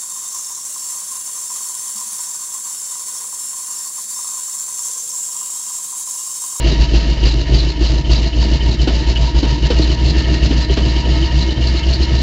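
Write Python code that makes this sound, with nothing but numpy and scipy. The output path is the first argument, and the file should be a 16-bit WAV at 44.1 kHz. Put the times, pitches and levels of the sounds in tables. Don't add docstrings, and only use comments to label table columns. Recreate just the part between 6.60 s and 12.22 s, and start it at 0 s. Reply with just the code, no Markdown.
import sys
import numpy as np
from scipy import signal
from scipy.fft import rfft, irfft, next_fast_len
from scipy.io import wavfile

SR = 44100
rng = np.random.default_rng(int(sys.argv[2]) if len(sys.argv) > 2 else 0)


def generate_wav(sig):
    pcm = np.round(np.clip(np.atleast_2d(sig).T, -1, 1) * 32767).astype(np.int16)
    wavfile.write(sys.argv[1], SR, pcm)


N = 247842
TIME = np.arange(N) / SR
CYCLE_FIRINGS, LOPE_FIRINGS = 8, 16

# start/s, first surge/0-1, second surge/0-1, push lost between them/0-1, spit level/dB
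LOPES = [(-0.02, 0.69, 1.0, 0.72, -30), (0.273, 0.82, 0.7, 0.7, -35), (0.566, 0.85, 0.46, 0.4, -26),
         (0.859, 0.9, 0.37, 0.3, -26.5), (1.147, 0.67, 0.43, 0.11, -32), (1.434, 0.87, 0.48, 0.4, -25.5),
         (1.716, 0.68, 0.7, 0.55, -32), (1.993, 0.59, 0.86, 0.91, -31.5), (2.269, 0.47, 0.81, 0.84, -32),
         (2.547, 0.57, 0.91, 0.92, -35.0), (2.825, 0.47, 0.75, 0.82, -36.5),
         (3.103, 0.6, 0.58, 0.28, -29.5), (3.371, 0.63, 0.8, 0.73, -29), (3.632, 0.51, 0.94, 0.83, -35.5),
         (3.898, 0.53, 0.74, 0.89, -31.5), (4.169, 0.53, 0.5, 0.3, -30), (4.435, 0.6, 0.51, 0.31, -31.5),
         (4.697, 0.65, 0.37, 0.36, -27.5), (4.958, 0.52, 0.46, 0.2, -28.5), (5.218, 0.63, 0.71, 0.76, -27),
         (5.471, 0.53, 0.76, 0.4, -30.5)]
STUMBLES = [(15.44, 0.91, 0.85, 1.56), (2.2, 0.66, 0.41, 1.42), (7.16, 0.54, 0.38, 1.2)]
CYLINDER_DELAYS = [0.024, .22, .05, .04, 0.247, 0.057, .2, .26]
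# t/s, puff level/dB, clatter level/dB
LOAD = [(0, -19, -30), (.4, -19.5, -32), (1.2, -22.5, -36.5), (2, -21, -34), (2.8, -21, -34.5),
        (3.4, -19.5, -32), (4.6, -20.5, -33), (5.62, -19.5, -32.5)]
# f/Hz, level/dB
PIPE_SPECTRUM = [(20, -19.5), (70, 3), (100, -6), (135, 5), (170, -5), (190, -26.5), (220, -6), (262, -7),
                 (380, -13.5), (420, -17.5), (660, -9.5), (800, -23.5), (1500, -36), (3000, -49.5)]
# f/Hz, width/Hz, level/dB
PIPE_MODES = [(119.9, 14.6, 2), (136.8, 12.9, 1), (162.5, 17, -4.5), (212.4, 12, -7), (240, 32, -9.5),
              (283.8, 13, -9.5), (309, 15, -6), (351, 19, -10), (385.3, 18, -11), (469, 34, -13),
              (492, 27, -16), (600.4, 39, -13), (664.2, 13, -15)]
# f/Hz, level/dB
HISS_SPECTRUM = [(500, 3.5), (1400, -6.5), (2400, -1.5), (2900, 6.5), (3350, -1.5), (4100, 5), (4650, 5.5),
                 (5200, -0.5), (5800, -4), (6500, -5.5), (7400, -11.5), (8100, -33)]
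# f/Hz, level/dB
TICK_SPECTRUM = [(500, -13), (950, -8), (1550, 2), (1900, 6), (2500, -2), (4500, 4), (5600, -5.5),
                 (8000, -27)]
# f/Hz, width/Hz, level/dB
COVER_MODES = [(1282, 9.8, -6), (1686, 57, -9), (1805, 6.2, -1.5), (1872, 24, 0.5), (1886, 32, -10.5),
               (2162, 12, -1), (2710, 12, -2.5), (2847, 18, 1), (3056, 6.5, -2.5), (4040, 23, -4)]
# t/s, level/dB
WHINE_LEVEL = [(0, -35), (.9, -40), (1.8, -38), (2.4, -36), (3.2, -35), (3.8, -41), (4.3, -35), (5.62, -40)]
# f/Hz, width/Hz, level/dB
WHINE_MODES = [(884, 23, -3.5), (948.6, 16.4, 1), (1035, 14, -15.5)]
# place in the engine cycle/firings, rise/dB, half length/firings
WHINE_SWELLS = [(5.4, 4, 0.41), (7.4, 5, 0.49)]
# t/s, level/dB
HUM_LEVEL = [(0, -39), (2, -35.5), (3.1, -33), (4.3, -28.5), (5, -31.5), (5.62, -32.5)]
# t/s, level/dB
DRONE_LEVEL = [(0, -39), (2.6, -33.5), (3.5, -28), (4.5, -26), (5.62, -25.5)]
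DRONE_ORDERS = [17, 18, 20]
# place/firings, slow idle level/dB, fast idle level/dB, rise/s, f/Hz
CHIRPS = [(.5, -31, -25.5, .008, 3030), (3.1, -28, -32.5, .016, 2900), (11.4, -37.5, -29, 0.0099, 2950)]
# f/Hz, width/Hz, level/dB
CHIRP_MODES = [(2776, 83, -4.5), (2875, 40, 0), (3050, 35, 1.5), (3140, 60, -3)]
# place/firings, slow idle level/dB, fast idle level/dB, f/Hz
THUMPS = [(.7, -26.5, -24, 310), (3.5, -11, -31.5, 331.6), (8.9, -20.5, -21, 315), (11.65, -18, -19, 345)]
# f/Hz, level/dB
CRACK_SPECTRUM = [(130, -20), (220, 3), (520, -4), (900, -15), (2000, -20), (4500, -14.5), (8000, -39.5)]
# place/firings, slow idle level/dB, fast idle level/dB, rise/s, f/Hz
SPITS = [(4.5, 2, -1, .012, 4550), (6.6, 3, 3.5, .015, 4100), (12.6, -1.5, 1, .012, 4250)]
# f/Hz, width/Hz, level/dB
SPIT_MODES = [(3940, 130, -3), (4120, 110, 0), (4350, 120, -2), (4570, 170, 0), (4790, 160, -4)]
# t/s, level/dB, f/Hz, crack offset/dB
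POPS = [(.654, -19.5, 297, 0), (2.273, -14, 310, 2.5), (2.745, -11.5, 335, -12), (2.829, -9, 304, -5),
        (3.102, -11, 492, -0.5), (3.195, -8.5, 310, -16), (3.908, -10.5, 280, -6), (4.097, -9.5, 380, -22),
        (4.17, -17.5, 245, 5)]


def gain_of(db):
    return 10 ** (np.asarray(db) / 20)


def unit_rms(x):
    return x / np.sqrt(np.mean(x ** 2) + 1e-20)


def curve(rows, column=1):
    rows = np.asarray(rows)
    return np.interp(TIME, rows[:, 0], rows[:, column])


def add(mix, start_s, sound):
    part = mix[max(round(start_s * SR), 0):][:len(sound)]
    part += sound[:len(part)]


def wander(hz):
    size = next_fast_len(N // 32 + 2)
    f_hz = np.fft.rfftfreq(size, TIME[-1] / size)
    slow = irfft(rfft(rng.standard_normal(size)) * np.exp(-(f_hz / hz) ** 2), size)
    return np.interp(TIME, np.linspace(0, TIME[-1], size), unit_rms(slow))


def colour(x, spectrum, size=8192):
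    f_hz, db = np.transpose(spectrum)
    bins_hz = abs(np.fft.fftfreq(size, 1 / SR)) + 1
    log_gain = np.log(gain_of(np.interp(np.log(bins_hz), np.log(f_hz), db)))
    taps = np.fft.ifft(np.exp(np.conj(signal.hilbert(log_gain)))).real[:size // 2]
    return signal.oaconvolve(x, taps)[:len(x)]


def ring(x, modes):
    t = TIME[:SR // 2]
    taps = 0
    for k, (hz, width_hz, db) in enumerate(modes):
        mode = np.exp(-np.pi * width_hz * t) * np.sin(2 * np.pi * hz * t)
        taps += (-1) ** k * gain_of(db) * unit_rms(mode)
    return unit_rms(signal.oaconvolve(x, taps)[:N])


def bump(firings, place, half_length, period):
    distance = (firings - place + period / 2) % period - period / 2
    return np.exp(-(distance / half_length) ** 2)


def idle_blend(t_s, slow, fast, from_s=1.6, to_s=1.95):
    return slow + (fast - slow) * np.clip((t_s - from_s) / (to_s - from_s), 0, 1)


def crank():
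    starts_s = np.array(LOPES)[:, 0]
    starts_s = np.r_[2 * starts_s[0] - starts_s[1], starts_s, 2 * starts_s[-1] - starts_s[-2]]
    return LOPE_FIRINGS * np.interp(TIME, starts_s, np.arange(len(starts_s)) - 1)


def combustion(firings, first_surge_place=5, miss_place=9.86, miss_half_firings=2.0):
    lopes = np.array(LOPES)
    surges = lopes[:, 1:3].ravel()
    push = np.interp(firings, first_surge_place + CYCLE_FIRINGS * np.arange(len(surges)), surges)
    lope = np.clip(firings // LOPE_FIRINGS, 0, len(lopes) - 1).astype(int)
    dips = [(place, idle_blend(TIME, slow, fast), half) for place, slow, fast, half in STUMBLES]
    dips.append((miss_place, lopes[lope, 3], miss_half_firings))
    for place, lost, half in dips:
        push *= 1 - lost * bump(firings, place, half, LOPE_FIRINGS)
    return push


def boom(firings, push, lead_firings=0.53, lag_firings=0.055):
    angle = 2 * np.pi * (firings + lead_firings - lag_firings * push)
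    overtones = push * (gain_of(-21) * np.cos(2 * angle) + gain_of(-25) * np.cos(3 * angle))
    half_order = gain_of(-20) * np.sin(angle / 2 + 1.2 * wander(7.7))
    return gain_of(-2) * push * (np.cos(angle) + overtones + half_order)


def strokes(position, scatter_db, jitter_steps):
    steps = np.arange(int(position[-1]))
    delay = np.array(CYLINDER_DELAYS)[steps % CYCLE_FIRINGS]
    size, slip = rng.standard_normal((len(steps), 2)).T
    samples = np.searchsorted(position, steps + delay + jitter_steps * slip)
    return np.bincount(np.minimum(samples, N - 1), gain_of(scatter_db * size), N)


def bursts(clicks, decay_s):
    envelope = signal.lfilter([1], [1, -np.exp(-1 / (decay_s * SR))], clicks)
    return unit_rms(envelope * rng.standard_normal(N))


def puffs(firings, push, turbulence=0.74):
    pulses = strokes(firings, scatter_db=3.0, jitter_steps=0.022)
    eddies = bursts(pulses, decay_s=0.016)
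    drive = push ** 0.46
    roar = unit_rms(colour(eddies * drive, PIPE_SPECTRUM))
    standing_waves = ring((unit_rms(pulses) + turbulence * eddies) * drive, PIPE_MODES)
    return gain_of(curve(LOAD)) * (gain_of(-9) * roar + gain_of(-2) * standing_waves)


def hiss(push, level_db=-30, flutter_db=2.13, muffler_s=0.017, steady_flow=0.059):
    flutter = gain_of(flutter_db * wander(110))
    flow = signal.lfilter([1], [1, -np.exp(-1 / (muffler_s * SR))], push)
    rush = colour(rng.standard_normal(N) * flutter, HISS_SPECTRUM)
    return gain_of(level_db) * unit_rms(rush * (steady_flow + unit_rms(flow)))


def valve_ticks(firings):
    return bursts(strokes(2 * firings, scatter_db=4.0, jitter_steps=0.12), decay_s=0.019)


def clatter(ticks):
    direct = gain_of(-3.5) * unit_rms(colour(ticks, TICK_SPECTRUM))
    covers = gain_of(-3) * ring(ticks, COVER_MODES)
    return gain_of(curve(LOAD, column=2)) * (direct + covers)


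def whine(firings, ticks):
    swell_db = sum(db * bump(firings, place, half, CYCLE_FIRINGS) for place, db, half in WHINE_SWELLS)
    return gain_of(curve(WHINE_LEVEL) - 1) * ring(ticks * gain_of(swell_db), WHINE_MODES)


def hum(firings, waves_per_firing=5.25, flutter_db=3.0, throb_db=3.5, sway_rad=0.9, peak_place=2.3):
    sway = np.cos(2 * np.pi * (firings - peak_place) / CYCLE_FIRINGS)
    phase = 2 * np.pi * waves_per_firing * firings + 0.55 * wander(9)
    level_db = curve(HUM_LEVEL) + flutter_db * wander(13) + throb_db * sway
    return 2 ** 0.5 * gain_of(level_db) * np.sin(phase - sway_rad * sway)


def drone(firings, push, waver_rad=0.9):
    cycle_rad = 2 * np.pi * firings / CYCLE_FIRINGS
    partials = sum(np.sin(order * cycle_rad + waver_rad * wander(8)) for order in DRONE_ORDERS)
    return gain_of(curve(DRONE_LEVEL)) * unit_rms(push ** 1.8) * unit_rms(partials)


def every_lope(firings, pattern, scatter_db, lope_db=0):
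    chance_db = scatter_db * rng.uniform(-1.2, 1, (len(LOPES), len(pattern)))
    events = []
    for lope, offsets_db in enumerate(chance_db + np.reshape(lope_db, (-1, 1))):
        for (place, slow_db, fast_db, *shape), offset_db in zip(pattern, offsets_db):
            firing = lope * LOPE_FIRINGS + place
            if firings[0] < firing < firings[-1]:
                t_s = np.interp(firing, firings, TIME)
                events.append((t_s, idle_blend(t_s, slow_db, fast_db) + offset_db, *shape))
    return events


def rasps(events, modes, gain_db, wander_db, rough_db):
    power = np.zeros(N)
    for start_s, peak_db, rise_s, _ in events:
        age = TIME[:SR // 3] / rise_s
        add(power, start_s, (gain_of(peak_db) * age * np.exp(1 - age)) ** 2)
    noise = rng.standard_normal(N) * gain_of(rough_db * wander(150))
    weights = np.array([gain_of(db + wander_db * wander(60)) for _, _, db in modes])
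    voices = np.array([ring(noise, [mode]) for mode in modes])
    blend = (weights * voices).sum(0) / np.linalg.norm(weights, axis=0)
    return gain_of(gain_db) * np.sqrt(power) * unit_rms(blend)


def squeaks(events, gain_db, fall_hz_per_s, width_hz, pitch_scatter=0.02):
    out, t = np.zeros(N), TIME[:SR // 6]
    lowpass = signal.butter(2, width_hz / 2, fs=SR)
    for start_s, peak_db, rise_s, hz in events:
        pitch_hz = hz * (1 + pitch_scatter * rng.standard_normal()) - fall_hz_per_s * (t - rise_s)
        noise = rng.standard_normal(2 * len(t)) + 1j * rng.standard_normal(2 * len(t))
        fuzz = signal.lfilter(*lowpass, noise)[len(t):]
        tone = unit_rms((fuzz * np.exp(2j * np.pi * np.cumsum(pitch_hz) / SR)).real)
        age = t / rise_s
        add(out, start_s, gain_of(gain_db + peak_db) * age * np.exp(1 - age) * tone)
    return out


def chirps(firings):
    events = every_lope(firings, CHIRPS, scatter_db=4)
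    rub = rasps(events, CHIRP_MODES, gain_db=-4.5, wander_db=6.5, rough_db=0.5)
    return rub + squeaks(events, gain_db=-4, fall_hz_per_s=3400, width_hz=100)


def thumps(firings, crack_offset_db=-13):
    return pops([(*event, crack_offset_db) for event in every_lope(firings, THUMPS, scatter_db=1.5)])


def spits(firings):
    events = every_lope(firings, SPITS, scatter_db=2.0, lope_db=np.array(LOPES)[:, 4])
    sizzle = rasps(events, SPIT_MODES, gain_db=-2.5, wander_db=10.0, rough_db=2.5)
    return sizzle + squeaks(events, gain_db=-4.5, fall_hz_per_s=4000, width_hz=190)


def pops(events, rise_s=0.003, ring_s=0.0074, crack_s=0.023, echo_s=0.015, echo_gain=0.23):
    out, t = np.zeros(N), TIME[:SR // 6]
    attack = 1 - np.exp(-t / rise_s)
    for start_s, level_db, hz, crack_db in events:
        tone = np.sin(2 * np.pi * hz * t) * np.exp(-t / ring_s)
        noise = unit_rms(colour(rng.standard_normal(len(t)), CRACK_SPECTRUM))
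        crack = gain_of(crack_db - 7) * noise * np.exp(-t / crack_s)
        pop = gain_of(level_db + 5.5) * (attack * tone + np.sqrt(attack) * crack)
        add(out, start_s, pop)
        add(out, start_s + echo_s, echo_gain * pop)
    return out


def scene():
    firings = crank()
    push = combustion(firings)
    exhaust = boom(firings, push) + puffs(firings, push) + hiss(push) + drone(firings, push)
    ticks = valve_ticks(firings)
    bonnet = clatter(ticks) + whine(firings, ticks) + hum(firings) + chirps(firings)
    sputter = thumps(firings) + spits(firings) + pops(POPS)
    return (exhaust + bonnet + sputter)[None]


def record(dry, low_hz=4, ceiling=0.97, high_hz=7950):
    blocked = signal.lfilter(*signal.butter(1, low_hz, "high", fs=SR), dry)
    rounded = blocked / (1 + (blocked / ceiling) ** 12) ** (1 / 12)
    lowpass = signal.firwin(301, high_hz, window=("kaiser", 9), fs=SR)
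    return signal.oaconvolve(rounded, lowpass[None], "same")


dry = scene()
out = record(dry)
generate_wav(out)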